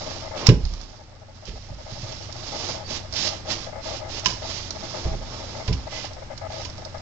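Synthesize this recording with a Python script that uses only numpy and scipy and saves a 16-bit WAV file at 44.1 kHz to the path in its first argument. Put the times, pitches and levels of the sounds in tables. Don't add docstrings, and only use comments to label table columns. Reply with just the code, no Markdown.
import sys
import numpy as np
from scipy import signal
from scipy.fft import rfft, irfft, next_fast_len
from scipy.io import wavfile
from scipy.ndimage import uniform_filter1d

SR = 44100
rng = np.random.default_rng(int(sys.argv[2]) if len(sys.argv) > 2 else 0)


def master(y):
    cut = np.clip(np.atleast_2d(y).T, -1, 1)
    pcm = np.round(cut * 32767)
    wavfile.write(sys.argv[1], SR, pcm.astype(np.int16))


N = 309185
TIME = np.arange(N) / SR

# start t/s, end t/s, strength/dB, rasp/dB, edge bite/dB
WIPES = [(0.376, 0.393, -31.5, 7, -2.5), (0.419, 0.471, -31.5, 13, -5), (1.47, 1.493, -31.5, -2, -1),
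         (2.902, 2.969, -25.5, 0.5, -8.5), (3.161, 3.277, -19, -2.5, -9.5), (3.332, 3.367, -33.5, 2, -2),
         (3.507, 3.522, -19, 1, -6.5), (3.538, 3.643, -30.5, 2.5, -9.5), (3.843, 3.978, -30, 0.5, -6.5),
         (4.106, 4.196, -29, 1, -7.5), (4.247, 4.33, -31.5, 1.5, -11), (5.919, 6.059, -31, 0.5, -4),
         (6.519, 6.656, -33, 0, -7.5)]
# fastest at t/s, speeding up/s, slowing down/s, strength/dB, rasp/dB
SWEEPS = [(0.07, 0.21, .17, -31.5, 3), (0.678, 0.058, 0.21, -32.5, 3), (1.381, .05, 0.036, -43.5, 2),
          (1.6, 0.13, 0.1, -36.5, -4), (2.04, 0.15, 0.17, -31.5, -2.5), (2.468, 0.08, 0.046, -30, 0.5),
          (2.648, 0.099, 0.086, -25.5, 2.5), (4.531, 0.089, 0.1, -26.5, -1), (4.951, 0.21, 0.15, -32, 4),
          (5.4, 0.14, 0.31, -34, 4.5), (6.798, 0.11, 0.071, -45.5, 11)]
# f/Hz, density/dB
HISS_SPECTRUM = [(300, -37.5), (1000, -35.5), (1800, -7), (2700, -4.5), (4000, 3.5), (5300, 7), (6200, 0.5),
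                 (7300, -8), (8200, -36.5)]
# f/Hz, density/dB
RASP_SPECTRUM = [(80, 4), (160, 7), (300, 6.5), (450, 4), (700, 3.5), (1000, 3.5), (1500, -2), (2400, -5.5),
                 (4000, -46.5)]
# f/Hz, width/Hz, level/dB
GRAIN_MODES = [(2660, 55, -9), (2980, 45, -6), (3490, 35, -2), (6320, 75, -12)]
# f/Hz, width/Hz, level/dB
PANEL_MODES = [(172, 33, 0.5), (271.7, 6.2, 15), (360, 42, -3.5), (393, 7.5, 2.5), (412, 68, -5),
               (1005, 38, 4.5)]
# start t/s, end t/s, f/Hz, level/dB
SQUEAKS = [(2.845, 2.885, 4550, -33), (5.915, 6.015, 2025, -38.5)]
# t/s, level/dB, contact bandwidth/Hz, passed on to the bench/dB
BLOWS = [(0.4857, -3.5, 430, -11.5), (0.4933, -15, 800, -22), (0.511, -10.5, 716, -8), (0.532, -17, 445, 2),
         (0.634, -12.5, 75, 4), (0.71, -16.5, 65, 6), (1.474, -27.5, 506, 9), (1.702, -28.5, 195, 1),
         (1.92, -30, 218, 0), (2.03, -25, 109, -14), (4.263, -29.5, 400, -13), (5.053, -27, 426, 6),
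         (5.137, -33, 607, -4), (5.679, -23.5, 265, 4), (5.695, -13, 207, -7)]
# f/Hz, level/dB, t60/s
BOX_MODES = [(88.6, -10, 0.29), (119, 2, 0.093), (158.5, -12.5, 0.44), (174.2, -7, 0.26),
             (212.2, -9.5, 0.31), (238.7, -20.5, 0.35), (267, -15, 0.24), (294.4, -21, 0.17),
             (333.6, -10.5, 0.19), (356.7, -12.5, 0.22), (398.7, -11.5, 0.17), (430.4, -7, 0.12),
             (486, -15, .18), (538, -15, 0.25), (603, -13, 0.1), (833, -25.5, 0.23), (853, -22.5, 0.055),
             (1026, -10, 0.027)]
# f/Hz, level/dB, t60/s
BENCH_MODES = [(35.6, -9, 0.61), (52.9, -10, 0.33), (66.5, -3, 0.19)]
# t/s, level/dB
TICKS = [(0.4676, -7.5), (0.6518, -26.5), (0.7373, -25), (0.813, -28), (1.454, -30.5), (2.325, -31.5),
         (3.1252, -26.5), (3.137, -28), (4.1955, -27), (4.706, -22), (6.132, -38), (6.377, -30.5),
         (6.699, -36), (6.78, -38), (6.8498, -31), (6.98, -39)]
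# f/Hz, width/Hz, level/dB
SPLINTER_MODES = [(1980, 2100, -3), (3300, 2170, 3), (4430, 1470, 8.5), (5600, 500, 10), (6800, 320, -2)]
# t/s, level/dB, t60/s, passed into the board/dB
SCUFFS = [(0.461, -28, 0.3, 9), (0.469, -6, 0.0076, -17), (0.487, -14, 0.046, 9.5), (4.246, -25, 0.056, 0),
          (4.257, -6.5, 0.051, -1), (4.265, -17.5, 0.035, -11), (4.282, -25, 0.36, -0.5),
          (5.676, -24, 0.078, 6.5), (5.726, -23.5, 0.078, 0.5), (6.036, -43, 0.035, 6),
          (6.052, -34, 0.076, 6), (6.648, -23.5, 0.047, 0.5)]
# f/Hz, width/Hz, level/dB
EDGE_MODES = [(2886, 100, -4), (4610, 1400, -3), (5420, 800, 3), (6960, 570, -10.5)]
# f/Hz, width/Hz, level/dB
BOARD_MODES = [(1007, 28, 1), (1593, 300, -9), (2500, 990, -5), (3600, 1700, -10)]
# start t/s, end t/s, level/dB
FOCUS_RUNS = [(0.008, 0.039, -34), (0.062, 0.087, -31.5), (0.105, 0.117, -29), (0.221, 0.28, -33.5),
              (0.309, 0.375, -30), (1.119, 1.143, -41), (1.283, 1.284, -39), (1.861, 1.926, -37),
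              (2.035, 2.139, -39), (2.519, 2.57, -31), (2.689, 2.699, -27), (2.741, 2.82, -34),
              (3.242, 3.354, -34), (3.451, 3.539, -36), (3.664, 3.699, -33), (3.724, 3.811, -32),
              (3.855, 3.955, -31.5), (3.993, 4.103, -35), (4.235, 4.246, -34.5), (4.418, 4.471, -32),
              (4.826, 4.858, -33.5), (4.938, 4.992, -31.5), (5.045, 5.15, -33), (5.399, 5.446, -35),
              (5.543, 5.631, -33.5), (5.868, 5.882, -30.5), (5.922, 5.993, -35.5), (6.042, 6.055, -30.5),
              (6.163, 6.19, -36.5), (6.302, 6.337, -33), (6.413, 6.47, -30), (6.5, 6.622, -34),
              (6.78, 6.8, -37.5), (6.944, 6.972, -28)]
# f/Hz, width/Hz, level/dB
HOUSING_MODES = [(545.4, 64, -1), (652.5, 82, -2), (706, 97, -5.5), (855, 121, -5.5), (1076, 130, -17),
                 (1225, 110, -14.5), (1690, 55, -15.5), (2010, 48, -16), (2156, 91, -17)]
# f/Hz, level/dB
MOTOR_WHINE = [(635, -2.5), (834, -11.5), (1270, -18.5), (2110, -25.5)]
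# f/Hz, median rms level/dB
HUM = [(91.5, -46), (118.4, -48.5), (180, -64)]
# f/Hz, density/dB
AIR_SPECTRUM = [(20, -1), (45, -1), (70, 0.5), (105, -3), (150, -9.5), (250, -13.5), (450, -19), (900, -23),
                (1300, -21), (2500, -26), (7500, -36.5)]
# f/Hz, correlation/1
AIR_CORRELATION = [(60, 0.76), (130, 0.52), (350, 0.79), (800, 0.13), (2500, 0.033)]
# f/Hz, gain/dB
LEFT_PORT = [(100, -4), (300, -1), (600, 0.5), (1200, 1.5), (2200, -15), (3500, -25), (5500, -22.5),
             (8000, -16)]

WIPE_ATTACK_S, WIPE_RELEASE_S = 0.019, 0.022
PRESS_DB_PER_S = 4.5
HOLD_DB, HOLD_RASP_DB = -45.5, -1
LOOSE_BITE_DB = -10
REBOUND_S, REBOUND_LOSS_DB, REBOUND_MAX_DB = 0.06, 6, -27
SCUFF_ATTACK_S = 0.0024
SURGE_PERIOD_S, SURGE_DEPTH_DB, SETTLE_S = 0.027, 3.5, 0.025
TWITCH_GAP_S, TWITCH_S = 0.065, 0.022
TWITCH_MAX_DB, TWITCH_SPREAD_DB = -35, 2.0
GARAGE_T60_S = 0.34
CUTOFF_HZ = 7900


def from_db(db):
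    return 10 ** (np.asarray(db) / 20)


def rms_one(x):
    return x / np.sqrt(np.mean(x ** 2) + 1e-20)


def per_bin(points):
    hz, value = np.transpose(points)
    bins_hz = np.fft.rfftfreq(next_fast_len(N), 1 / SR)
    return np.interp(np.log(bins_hz + 1), np.log(hz), value)


def shape(x, gain):
    size = next_fast_len(N)
    return irfft(rfft(x, size) * gain, size)[..., :N]


def colour(x, spectrum):
    return shape(x, from_db(per_bin(spectrum)))


def drift(rate_hz):
    r = np.exp(-40 * np.pi * rate_hz / SR)
    noise = rng.standard_normal(N // 20 + 3002)
    slow = signal.lfilter([1], [1, -2 * r, r * r], noise)[3000:]
    return np.interp(np.arange(N) / 20, np.arange(len(slow)), rms_one(slow))


def resonate(x, modes):
    out = 0
    for k, (hz, width_hz, db) in enumerate(modes):
        r = np.exp(-np.pi * width_hz / SR)
        poles = [1, -2 * r * np.cos(2 * np.pi * hz / SR), r * r]
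        gain = (-1) ** k * from_db(db) * (1 - r * r) / 2
        out = out + gain * signal.lfilter([1, 0, -1], poles, x + 1e-18)
    return out


def ring(pushes, modes, scatter_db):
    strengths = from_db(scatter_db * rng.standard_normal((len(pushes), len(modes))))
    out = 0
    for k, (force, (hz, db, t60_s)) in enumerate(zip(strengths.T @ pushes, modes)):
        r = np.exp(-np.log(1000) / (t60_s * SR))
        w = 2 * np.pi * hz / SR
        poles = [1, -2 * r * np.cos(w), r * r]
        out = out + (-1) ** k * from_db(db) * signal.lfilter([0, np.sin(w)], poles, force + 1e-18)
    return out


def dying(start_s, t60_s):
    age_s = TIME - start_s
    return (age_s >= 0) * np.exp(-np.log(1000) * np.clip(age_s / t60_s, 0, 10))


def catches(per_s, spread_db):
    sizes = from_db(spread_db * np.minimum(rng.exponential(1, N), 5)) * rng.choice([-1, 1], N)
    hits = rng.random(N) < per_s / SR
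    return rms_one(sizes * hits / np.sqrt(per_s))


def rag():
    stroke_db, rough_db, bite_db = cloth_contact()
    per_s = 7000 * from_db(0.5 * (stroke_db + 30.5))
    grip = from_db(1.1 * drift(20))
    fibres = catches(per_s, spread_db=1.0)
    hiss = rms_one(colour(fibres, HISS_SPECTRUM) + resonate(fibres, GRAIN_MODES))
    edge_catches = catches(per_s / 3, spread_db=2.5)
    bite = from_db(bite_db) * rms_one(resonate(edge_catches, [(2400, 2800, -8.5), (3100, 1170, -2.5)]))
    rasp_db = -43 + 0.75 * (stroke_db + 29) + rough_db
    tugs = catches(per_s, spread_db=3.5)
    rasp = rms_one(colour(tugs, RASP_SPECTRUM) + from_db(0.5) * resonate(tugs, PANEL_MODES))
    return grip * (from_db(stroke_db - 3.5) * (hiss + bite) + from_db(rasp_db) * rasp)


def cloth_contact():
    gains, rasp_db, bite_db = map(np.array, zip(*strokes()))
    power = gains ** 2
    total = power.sum(axis=0)
    return 10 * np.log10(total), rasp_db @ power / total, bite_db @ power / total


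def strokes():
    moves = [(from_db(HOLD_DB) * np.ones(N), HOLD_RASP_DB, LOOSE_BITE_DB)]
    for start_s, end_s, db, rasp_db, bite_db in WIPES:
        onset = np.minimum(TIME - start_s, 0) / WIPE_ATTACK_S
        release = np.maximum(TIME - end_s, 0) / WIPE_RELEASE_S
        contact = np.exp(onset - release)
        press_db = PRESS_DB_PER_S * (np.clip(TIME, start_s, end_s) - (start_s + end_s) / 2)
        moves.append((from_db(db + press_db) * contact, rasp_db, bite_db))
    for fastest_s, rise_s, fall_s, db, rasp_db in SWEEPS:
        away = (TIME - fastest_s) / np.where(TIME < fastest_s, rise_s, fall_s)
        swell = np.exp(-np.minimum(away ** 2 / 2, 20))
        moves.append((from_db(db) * swell, rasp_db, LOOSE_BITE_DB))
    return moves


def squeaks():
    out = 0
    for start_s, end_s, hz, db in SQUEAKS:
        progress = np.clip((TIME - start_s) / (end_s - start_s), 0, 1)
        swell = np.sqrt(np.abs(np.sin(np.pi * progress)))
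        level = from_db(db + 3 * drift(60))
        phase = 2 * np.pi * np.cumsum(hz + 30 * drift(120)) / SR
        out = out + level * swell * np.sin(phase)
    return out


def blows():
    rebounds = [(s + REBOUND_S, min(db - REBOUND_LOSS_DB, REBOUND_MAX_DB), hz, bench_db)
                for s, db, hz, bench_db in BLOWS]
    start_s, db, contact_hz, bench_db = np.vstack([BLOWS, rebounds]).T[:, :, None]
    rate = 2 * np.pi * contact_hz
    age = np.clip((TIME - start_s) * rate, 0, 50)
    pushes = from_db(db) * age * np.exp(-age) * rate / SR
    box = ring(pushes, BOX_MODES, scatter_db=4.0)
    bench = ring(pushes * from_db(bench_db), BENCH_MODES, scatter_db=8.0)
    return from_db(1.5) * (box + bench)


def splinters():
    snaps = np.zeros(N)
    snaps[[round(s * SR) for s, db in TICKS]] = from_db([db for s, db in TICKS])
    crumble = sum(from_db(db) * dying(s, t60_s=0.029) for s, db in TICKS) * rng.choice([-1, 1], N)
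    ticking = resonate(from_db(12.5) * snaps + from_db(8.0) * crumble, SPLINTER_MODES)
    shower = catches(7000, spread_db=-0.5)
    edge = board = 0
    for s, db, t60_s, board_db in SCUFFS:
        attack = np.clip((TIME - s) / SCUFF_ATTACK_S, 0, 1)
        force = from_db(db) * dying(s, t60_s) * attack
        edge = edge + force
        board = board + from_db(board_db) * force
    scuffing = resonate(edge * shower, EDGE_MODES) + resonate(board * shower, BOARD_MODES)
    return ticking + from_db(11) * scuffing


def focus_motor():
    load = from_db(1.3 * drift(60))
    drive = uniform_filter1d(focus_drive(), size=120) * load
    gears = (drive + from_db(-44.5)) * catches(2500, spread_db=0.75)
    whine = 0
    for hz, db in MOTOR_WHINE:
        phase = 2 * np.pi * np.cumsum(hz + 14 * drift(43.3)) / SR
        whine = whine + from_db(db) * np.sin(phase)
    highpass = signal.butter(2, 450, "high", fs=SR, output="sos")
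    rattle = signal.sosfilt(highpass, resonate(gears, HOUSING_MODES))
    body = from_db(18) * rattle + from_db(2) * drive * whine
    far_side = from_db(8) * resonate(gears, [(689, 82, 0.003)])
    return np.array([body, from_db(-20) * body + far_side])


def focus_drive():
    runs, free = 0, 1
    for start_s, end_s, db in FOCUS_RUNS:
        cycle = (TIME - start_s) / SURGE_PERIOD_S
        surge_db = SURGE_DEPTH_DB * (0.5 - np.sin(np.pi * (cycle - 1 / 4)) ** 2)
        runs = runs + from_db(db + surge_db) * ((TIME > start_s) & (TIME < end_s))
        free = free * ((TIME < start_s - SETTLE_S) | (TIME > end_s))
    return runs + free * focus_twitches()


def focus_twitches():
    drive = np.zeros(N)
    chance = rng.random(size=(300, 3))
    starts_s = np.cumsum(TWITCH_GAP_S * (0.5 + chance[:, 0]))
    for start_s, (_, length, strength) in zip(starts_s, chance):
        end_s = start_s + TWITCH_S * (0.5 + length)
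        below_max_db = TWITCH_SPREAD_DB * np.sqrt(12) * (strength - 1.0)
        drive[int(start_s * SR):int(end_s * SR)] = from_db(TWITCH_MAX_DB + below_max_db)
    return drive


def background():
    mid, side = colour(rng.standard_normal((2, N)), AIR_SPECTRUM)
    alike = np.clip(per_bin(AIR_CORRELATION), 0, 1)
    common = shape(mid, np.sqrt(1 + alike))
    opposed = shape(side, np.sqrt(1 - alike)) * [[1], [-1]]
    air = rms_one(common + opposed)
    hum = 0
    for hz, db in HUM:
        level = from_db(db + 2.0 * drift(8)) * np.sqrt(2)
        hum = hum + level * np.sin(2 * np.pi * hz * TIME + 1.58 * drift(2.9))
    return from_db(-41) * air + hum


def garage(x, wet_db):
    age_s = TIME[:SR // 2]
    decay = np.exp(-np.log(1000) * age_s / GARAGE_T60_S) * (age_s > 0.003)
    tail = rng.standard_normal((2, len(age_s))) * decay
    tail /= np.sqrt(np.sum(tail ** 2, axis=1, keepdims=True))
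    direct = np.array([np.interp(TIME - 0.00012, TIME, x), x])
    wet = signal.fftconvolve(x[None], tail, axes=1)[:, :N]
    return direct + from_db(wet_db + np.array([[3], [-2]])) * wet


def scene():
    wiping = garage(rag() + squeaks(), wet_db=-5)
    knocks = garage(splinters(), wet_db=-9) + garage(blows(), wet_db=-16)
    left, right = wiping + knocks
    return np.array([colour(left, LEFT_PORT), right]) + focus_motor() + background()


def gain_control(x, threshold_db, most_db, hold_s, release_db_per_s, attack_s):
    power = uniform_filter1d(np.mean(x ** 2, axis=0), size=1000)
    level_db = 10 * np.log10(power + 1e-12)
    overload = np.clip((level_db - threshold_db) / 2, 0, 1)
    charge_db = overload * (most_db + hold_s * release_db_per_s)
    leak_db = release_db_per_s * TIME
    cut_db = np.minimum(np.maximum.accumulate(charge_db + leak_db) - leak_db, most_db)
    r = np.exp(-1 / (attack_s * SR))
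    return x * from_db(-signal.lfilter([1 - r], [1, -r], cut_db))


def record(dry):
    levelled = gain_control(dry, threshold_db=-11.5, most_db=7.0, hold_s=0.85,
                            release_db_per_s=9.5, attack_s=0.09)
    lowpass = signal.ellip(10, 0.3, 80, CUTOFF_HZ, fs=SR, output="sos")
    return signal.sosfilt(lowpass, np.clip(levelled, -1, 1))


dry = scene()
out = record(dry)
master(out)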